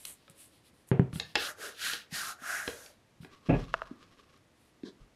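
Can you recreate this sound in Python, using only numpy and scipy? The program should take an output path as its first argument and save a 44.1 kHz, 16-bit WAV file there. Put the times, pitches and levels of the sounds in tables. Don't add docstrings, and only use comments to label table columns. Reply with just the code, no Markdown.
import sys
import numpy as np
from scipy import signal
from scipy.fft import rfft, irfft, next_fast_len
from scipy.io import wavfile

SR = 44100
rng = np.random.default_rng(int(sys.argv[2]) if len(sys.argv) > 2 else 0)


def file_out(sig):
    cols = np.atleast_2d(sig).T
    lim = np.clip(cols, -1, 1)
    pcm = np.round(lim * 32767).astype(np.int16)
    wavfile.write(sys.argv[1], SR, pcm)


N = 227467
TIME = np.arange(N) / SR
SHORT = TIME[:SR * 7 // 10]

# (frequency [Hz], level [dB])
RASP_SPECTRUM = [(1500, -33), (2200, 1.5), (2800, 5.5), (3900, 5.5), (4700, 4.5), (5500, 0.5), (7000, -14)]
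# (frequency [Hz], level [dB])
BRUSH_SPECTRUM = [(400, -13.5), (1500, -13.5), (2400, -11.5), (3200, -10.5), (5000, -17.5), (6500, -10),
                  (8300, -2), (10000, 0), (12000, -3), (13000, -16), (15800, -28.5)]


def amp(db):
    return 10 ** (np.asarray(db) / 20)


def rms_one(x):
    return x / np.sqrt(np.mean(x ** 2) + 1e-20)


def peak_one(x):
    return x / np.abs(x).max()


def at_hz(points, hz):
    freqs, values = np.transpose(points)
    return np.interp(np.log(np.maximum(hz, 1)), np.log(freqs), values)


def colour(x, spectrum):
    size = next_fast_len(len(x))
    gains = amp(at_hz(spectrum, np.fft.rfftfreq(size, 1 / SR)))
    return rms_one(irfft(rfft(x, size) * gains, size)[:len(x)])


def hit_noise(spectrum):
    return colour(rng.standard_normal(len(SHORT)), spectrum)


def cut(x, hz, kind, order=2):
    sos = signal.butter(order, np.clip(hz, 10, .45 * SR), kind, fs=SR, output="sos")
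    return signal.sosfilt(sos, x)


def flutter(rate_hz):
    return rms_one(cut(rng.standard_normal(N), rate_hz, "low"))


def dying(t60):
    return np.exp(-np.log(1000) * SHORT / max(t60, 1e-3))


def add(track, start_s, sound):
    start = max(int(start_s * SR), 0)
    track[start:start + len(sound)] += sound[:N - start]


def strike(modes, contact_hz, lowest_hz):
    ring = sum(amp(db) * dying(t60) * np.sin(2 * np.pi * hz * SHORT) for hz, db, t60 in modes)
    ring = cut(cut(ring, contact_hz, "low", order=1), 4 * contact_hz, "low")
    return peak_one(cut(ring, lowest_hz, "high"))


def slips(per_s, spread_db):
    sizes = amp(spread_db * np.minimum(rng.exponential(1, N), 5)) * rng.choice([-1, 1], N)
    return rms_one(sizes * (rng.random(N) < per_s / SR))


def swell(start, rise, hold, fall, sag_db_per_s=0):
    edge_db = 38.5
    top = start + rise
    early = np.maximum(top - TIME, 0) / max(rise, 1e-3)
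    late = np.maximum(TIME - top - hold, 0) / max(fall, 1e-3)
    sag_db = sag_db_per_s * np.clip(TIME - top, 0, hold + fall)
    return amp(np.maximum(-edge_db * (early ** 2 + late ** 2) - sag_db, -300))


def moving_resonance(x, centre_hz, width_hz, block=128):
    radius = np.exp(-np.pi * width_hz / SR)
    out, state = np.zeros(N), np.zeros(2)
    for i in range(0, N, block):
        poles = [1, -2 * radius * np.cos(2 * np.pi * centre_hz[i] / SR), radius * radius]
        out[i:i + block], state = signal.lfilter([1, 0, -1], poles, x[i:i + block], zi=state)
    return rms_one(out)


def brushing():
    # (start [s], rise [s], hold [s], fall [s], airy level [dB], papery level [dB])
    slides = [(-.03, 0.035, 0.023, 0.12, -55, -63), (.05, 0.022, 0.026, 0.081, -47.5, -76),
              (0.127, 0.043, 0.13, 0.18, -81, -69), (0.3, .008, 0.0026, 0.027, -64, -86),
              (0.328, 0.082, 0.0055, 0.12, -55.5, -62), (0.475, 0.063, 0.014, 0.12, -71.5, -66.5),
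              (0.617, 0.047, 0.015, 0.05, -68, -64), (0.707, 0.041, 0.069, .07, -75, -74),
              (0.858, .031, .002, 0.024, -61, -76), (1.118, 0.029, 0.022, 0.087, -52, -52),
              (1.203, .06, 0.054, 0.051, -72.5, -58), (2.63, .04, .025, .05, -59, -52),
              (3.198, 0.024, .012, 0.076, -68.5, -60.5), (4.482, 0.15, 0.038, 0.094, -75.5, -73)]
    airy = papery = 0
    for *timing, airy_db, papery_db in slides:
        pressure = swell(*timing)
        airy += amp(airy_db) * pressure
        papery += amp(papery_db) * pressure
    rustle = airy * colour(slips(12000, 1.5), BRUSH_SPECTRUM)
    rustle += amp(-3.5) * papery * colour(slips(6100, 1.1), RASP_SPECTRUM)
    return rustle * amp(0.75 * flutter(rate_hz=140) - 1.0)


def tape_snaps():
    # (time [s], level [dB], contact cut-off [Hz], pitch [ratio])
    releases = [(0.051, -28.5, 9300, 1.19), (0.279, -47.5, 3460, 0.93), (1.1291, -35.5, 2350, 0.64),
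                (1.1575, -34, 2404, 0.78), (1.1984, -17.5, 6840, 0.98), (1.3546, -12, 4060, 1.013),
                (1.3575, -14, 3200, 0.97), (1.934, -24, 9200, 1.02), (2.6772, -21, 2900, 0.924),
                (2.861, -39.5, 5000, 1.28), (3.232, -48, 1400, 0.8), (3.2467, -39.5, 1800, 0.92),
                (4.833, -47, 3070, 0.99)]
    # (frequency [Hz], level [dB], t60 [s])
    template_modes = [(474, -11.5, 0.086), (850, -16, 0.032), (1234, -11, 0.015), (1824, 3.5, 0.013),
                      (2136, 1.5, 0.013), (2660, -2, 0.018), (3540, 5.5, 0.0069), (4355, -2, 0.016),
                      (5320, -2, 0.0073), (7700, 6, 0.0032), (10160, 7, 0.0025)]
    # (frequency [Hz], level [dB])
    grit_spectrum = [(200, 7), (1000, -5), (2000, -13.5), (3600, 7), (4700, -1.5), (7000, -5.5),
                     (12000, -27), (15000, -38)]
    attack = 1 - np.exp(-SHORT / 0.0016)
    out = np.zeros(N)
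    for time, db, contact_hz, ratio in releases:
        lowest_hz = 754 * ratio ** 6.1
        modes = [(hz * ratio, mode_db, t60) for hz, mode_db, t60 in template_modes]
        grit = amp(-1) * cut(hit_noise(grit_spectrum), contact_hz, "low") * dying(0.0092)
        crack = strike(modes, contact_hz, lowest_hz) + cut(grit, lowest_hz, "high")
        add(out, time, amp(db) * peak_one(crack * attack))
    return out


def nail_ticks():
    # (time [s], level [dB])
    flicks = [(0.053, -27), (0.298, -41), (0.8888, -43), (4.338, -63), (4.376, -61)]
    envelope = dying(0.0083) * (1 - np.exp(-SHORT / 0.00032))
    out = np.zeros(N)
    for time, db in flicks:
        burst = cut(hit_noise(BRUSH_SPECTRUM), 900, "high") * envelope
        add(out, time, amp(db) * peak_one(burst))
    return out


def mug_tink():
    long_mode, short_mode = (550, -7, 1), (1285, 0.5, 0.11)   # (frequency [Hz], level [dB], t60 [s])
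    ring = strike([long_mode, short_mode], contact_hz=3000, lowest_hz=200)
    out = np.zeros(N)
    add(out, start_s=0.28, sound=amp(-53.5) * ring)
    return out


def hand_bumps():
    # (time [s], level [dB], pitch [Hz])
    contacts = [(0.297, -50.5, 151), (0.729, -54, 200), (1.13, -29.5, 128), (1.156, -26.5, 156),
                (2.1235, -35.5, 168), (2.418, -48, 246.9), (3.202, -39, 136.5), (3.227, -40.5, 169),
                (3.247, -46, 252), (3.911, -33.5, 261), (4.834, -30, 291)]
    out = np.zeros(N)
    for time, db, hz in contacts:
        attack = 1 - np.exp(-(SHORT * hz * 0.87) ** 2)
        thud = np.sin(2 * np.pi * hz * SHORT) * dying(0.02) * attack
        add(out, time, amp(db) * peak_one(thud))
    return out


def wood_knocks(contacts, modes, rattle_t60, lowest_hz, rise_s):
    # (frequency [Hz], level [dB])
    rattle_spectrum = [(60, -40), (110, 13.5), (200, 3), (450, 4), (750, -4.5), (1000, -10.5),
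                       (1600, -16.5), (2500, -18), (3300, -28.5), (4500, -41.5), (7000, -50.5),
                       (14000, -61)]
    envelope = dying(rattle_t60) * (1 - np.exp(-(SHORT / rise_s) ** 2))
    out = np.zeros(N)
    for time, db, contact_hz, rattle_db in contacts:
        rattle = hit_noise(rattle_spectrum) * envelope
        add(out, time, amp(db) * strike(modes, contact_hz, lowest_hz) + amp(rattle_db) * rattle)
    return out


def roll_drop():
    # (time [s], ring level [dB], contact cut-off [Hz], rattle level [dB])
    landings = [(0.9155, -13, 1300, -30), (0.9235, -26, 1495, -41), (0.9955, -10.5, 700, -37)]
    # (frequency [Hz], level [dB], t60 [s])
    bench_modes = [(133, 2, .17), (172.3, 1.5, 0.1), (205, -2, 0.049), (268, -11, 0.12), (322, -9, 0.046),
                   (385, -8.5, 0.12), (457, -20, 0.17), (760, -6, 0.0093), (916, -16.5, 0.012),
                   (1350, -10, 0.0059), (1697, 0.5, 0.005), (2820, -19, 0.019)]
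    return -wood_knocks(landings, bench_modes, rattle_t60=0.29, lowest_hz=118, rise_s=0.00034)


def stroke_controls():
    # (start [s], rise [s], hold [s], fall [s], hiss [dB], rasp [dB], ring [dB],
    # undertone [dB], rasp lag [s], rasp pitch [Hz], ring from [Hz], ring to [Hz], undertone pitch [Hz])
    strokes = [(1.344, 0.092, 0.061, 0.052, -45, -38.5, -41.5, -52, -0.027, 3500, 1690, 1240, 586),
               (1.547, 0.092, 0.0097, 0.14, -47, -47, -43.5, -48.5, 0.01, 3480, 1460, 1380, 445),
               (1.739, 0.13, 0.0099, 0.19, -40, -35, -37.5, -64, 0.0028, 3130, 1550, 1556, 620),
               (2.097, .063, .14, 0.067, -41, -42, -38.5, -55.5, 0.00013, 4430, 1810, 1159, 760),
               (2.362, 0.16, 0.047, 0.2, -43, -52, -35.5, -51, -0.019, 2960, 1480, 1630, 707),
               (2.614, 0.064, .16, 0.16, -52, -61, -56, -58, 0.028, 3600, 1630, 1370, 560)]
    sag_db_per_s = 26.5
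    hiss = rasp = ring = under = weight = rasp_hz = ring_hz = under_hz = 0
    for (start, rise, hold, fall, hiss_db, rasp_db, ring_db, under_db,
         lag, upper_hz, from_hz, to_hz, lower_hz) in strokes:
        pressure = swell(start, rise, hold, fall, sag_db_per_s)
        grip = swell(start + lag, rise, hold, fall, sag_db_per_s)
        onset = np.clip((TIME - start) / .012, 0, 1)
        pitch = np.interp(TIME, [start, start + rise + hold + fall], [from_hz, to_hz])
        octaves = np.log2(pitch / np.sqrt(from_hz * to_hz))
        hiss += amp(hiss_db) * pressure ** 1.02
        ring += amp(ring_db) * pressure
        rasp += amp(rasp_db + 15.5 * octaves) * grip ** 0.82 * onset
        under += amp(under_db - 12 * octaves) * pressure ** 0.66
        rasp_hz += pressure * upper_hz
        ring_hz += pressure * pitch
        under_hz += pressure * lower_hz
        weight += pressure
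    wander = 1 + 0.045 * flutter(rate_hz=23)
    return hiss, rasp, ring, under, rasp_hz / weight, ring_hz / weight * wander, under_hz / weight


def rubbing():
    # (frequency [Hz], level [dB])
    hiss_spectrum = [(3500, -10.5), (5500, -2), (6700, 0), (7700, -4.5), (9500, -3), (12000, -2),
                     (12700, -15.5), (15800, -23)]
    hiss, rasp, ring, under, rasp_hz, ring_hz, under_hz = stroke_controls()
    ringing = moving_resonance(slips(5000, 0.79), ring_hz, width_hz=730)
    ringing = moving_resonance(ringing, ring_hz, width_hz=540)
    undertone = moving_resonance(slips(4000, 0.86), under_hz, width_hz=170)
    undertone = moving_resonance(undertone, under_hz, width_hz=480)
    rasping = colour(slips(6200, 1.0), RASP_SPECTRUM)
    rasping = rms_one(rasping + amp(-3.5) * moving_resonance(rasping, rasp_hz, width_hz=1700))
    sound = ring * rms_one(cut(ringing, 1060, "high", order=6)) + under * undertone
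    sound += amp(1.0) * hiss * colour(slips(16000, 0.62), hiss_spectrum)
    sound += amp(-1.6) * rasp * rasping * amp(0.83 * flutter(rate_hz=21.7))
    return sound * amp(0.64 * flutter(rate_hz=290) - 1.03)


def template_slaps():
    # (time [s], level [dB])
    contacts = [(1.357, -26), (2.678, -25)]
    # (frequency [Hz], level [dB], t60 [s])
    slap_modes = [(98, -12, 0.032), (303, -7.5, 0.081), (400, -6.5, 0.047), (481.6, 1, 0.069),
                  (634, -14, 0.018)]
    out = np.zeros(N)
    for time, db in contacts:
        add(out, time, amp(db) * strike(slap_modes, contact_hz=900, lowest_hz=50))
    return out


def nail_picking():
    # (start [s], rise [s], hold [s], fall [s], level [dB])
    scrapes = [(3.247, 0.11, 0.16, 0.19, -64), (3.508, 0.065, 0.011, 0.2, -54),
               (3.699, 0.046, 0.065, 0.18, -57), (3.848, 0.083, 0.18, 0.11, -67.5),
               (4.097, 0.11, 0.15, 0.09, -70.5), (4.88, 0.055, 0.083, .12, -76)]
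    # (frequency [Hz], level [dB])
    nail_spectrum = [(500, -3), (850, -26.5), (1130, 4), (1450, -8.5), (2200, -10), (3000, -9),
                     (5500, -15.5), (8000, -27), (12000, -33), (15000, -47)]
    pressure = sum(amp(db) * swell(*timing) for *timing, db in scrapes)
    pressure *= amp(4.7 * flutter(rate_hz=12.3) + 0.04)
    return pressure * colour(slips(per_s=1500, spread_db=2.0), nail_spectrum)


def mug_knock():
    # (time [s], ring level [dB], contact cut-off [Hz], rattle level [dB])
    landings = [(3.4870, -22.5, 160, -32), (3.4930, -18.5, 900, -20), (3.4990, -12, 590, -25.5),
                (3.5245, -18, 453, -27), (3.5390, -21.5, 1500, -23.5), (3.591, -33, 900, -34.5)]
    # (frequency [Hz], level [dB], t60 [s])
    surface_modes = [(128.6, -3, 0.24), (173.3, -5.5, 0.35), (261, 8, 0.13), (272, 2.5, 0.086),
                     (297, -1, 0.26), (387, -16, 0.14), (410, -57, 0.17), (463, -1, 0.06), (536, 1, 0.066),
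                     (670, -5, .2), (724, -5, 0.2), (860, -24, 0.12), (1120, -28, .15), (1430, -31, .2),
                     (1670, -6.5, .2), (2510, 2, .1), (2660, -2, .08)]
    return wood_knocks(landings, surface_modes, rattle_t60=0.15, lowest_hz=55.7, rise_s=0.0025)


def bench_shudder(start_s, db, t60):
    # (frequency [Hz], level [dB])
    rumble_spectrum = [(20, -4), (45, 15), (75, -17.5), (130, 6.5), (220, -12), (400, -39.5)]
    envelope = dying(t60) * (1 - np.exp(-SHORT / 0.0056))
    out = np.zeros(N)
    add(out, start_s, amp(db) * hit_noise(rumble_spectrum) * envelope)
    return cut(out, 600, "low")


def small_clacks():
    # (time [s], level [dB], contact cut-off [Hz])
    contacts = [(3.7407, -11.5, 4460), (3.7448, -22, 2000), (3.819, -20.5, 1210)]
    # (frequency [Hz], level [dB], t60 [s])
    piece_modes = [(663, -6, 0.037), (1065, -9.5, .014), (1333, 8.5, 0.0084), (1590, -3, 0.011),
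                   (2660, -5.5, 0.011), (4400, -19, 0.0024)]
    out = np.zeros(N)
    for time, db, contact_hz in contacts:
        add(out, time, amp(db) * strike(piece_modes, contact_hz, lowest_hz=448))
    return cut(out, 480, "high", order=4)


def hand_scuff():
    # (start [s], rise [s], hold [s], fall [s], level [dB])
    pushes = [(4.824, 0.041, 0.016, 0.052, -49.5)]
    # (frequency [Hz], level [dB])
    scuff_spectrum = [(59, -49), (100, -27), (202, 1.5), (301, -5.5), (458, -1), (583, -24), (727, -17),
                      (836, -33), (981, -11), (1270, -32), (1650, -13.5), (2730, -42), (3140, -17.5),
                      (4150, -16), (12000, -47.5), (15600, -76), (22000, -120)]
    pressure = sum(amp(db) * swell(*timing) for *timing, db in pushes)
    return pressure * colour(slips(per_s=6000, spread_db=2.4), scuff_spectrum)


def nearby(x):
    # (delay [s], level [dB])
    echoes = [(.00075, -26), (.0027, -34.5), (.0049, -19), (.0083, -28.5)]
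    return x + sum(amp(db) * np.interp(TIME - delay, TIME, x, left=0) for delay, db in echoes)


def room(x, build_up_s=0.00067):
    # (frequency [Hz], t60 [s])
    decay_times = [(100, 0.38), (500, 0.33), (1300, 0.36), (3500, 0.18), (7000, 0.27), (14000, 0.1)]
    edges_hz = np.geomspace(45, 16000, 10)
    tail = 0
    for low, high in zip(edges_hz, edges_hz[1:]):
        band = cut(rng.standard_normal(len(SHORT)), [low, high], "band")
        tail += band * dying(at_hz(decay_times, np.sqrt(low * high)))
    tail *= 1 - np.exp(-SHORT / build_up_s)
    return signal.fftconvolve(x, tail / np.sqrt(np.sum(tail ** 2)))[:N]


def workshop_air():
    # (frequency [Hz], level [dB])
    air_spectrum = [(15, -33), (25, -11.5), (97, 1.5), (185, -3.5), (328, -2), (374, -6), (538, -6.5),
                    (774, -11.5), (1140, -12), (1410, -15.5), (1970, -13.5), (2190, -16), (4420, -21),
                    (7050, -25), (12500, -30.5), (16200, -73), (22000, -120)]
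    return amp(-66) * colour(rng.standard_normal(N), air_spectrum)


def scene():
    tape = nearby(brushing() + nail_ticks() + rubbing() + nail_picking() + hand_scuff())
    snaps = tape_snaps()
    bumps = cut(mug_tink() + hand_bumps() + template_slaps(), 35, "high")
    bumps += bench_shudder(start_s=5.003, db=-47.5, t60=0.2)
    knocks = roll_drop() + mug_knock() + bench_shudder(start_s=3.49, db=-30.5, t60=0.66)
    clacks = small_clacks()
    reverb = room(amp(-16.5) * knocks + amp(-14) * tape + amp(-10) * bumps)
    reverb += amp(-6) * room(cut(snaps, 5200, "low", order=1), build_up_s=0.0024)
    reverb += amp(-24.5) * room(clacks, build_up_s=0.24)
    return (tape + snaps + bumps + knocks + clacks + reverb + workshop_air())[None]


def record(dry):
    cutoff_hz = 15500
    return signal.sosfilt(signal.ellip(10, .1, 80, cutoff_hz, fs=SR, output="sos"), dry)


dry = scene()
out = record(dry)
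file_out(out)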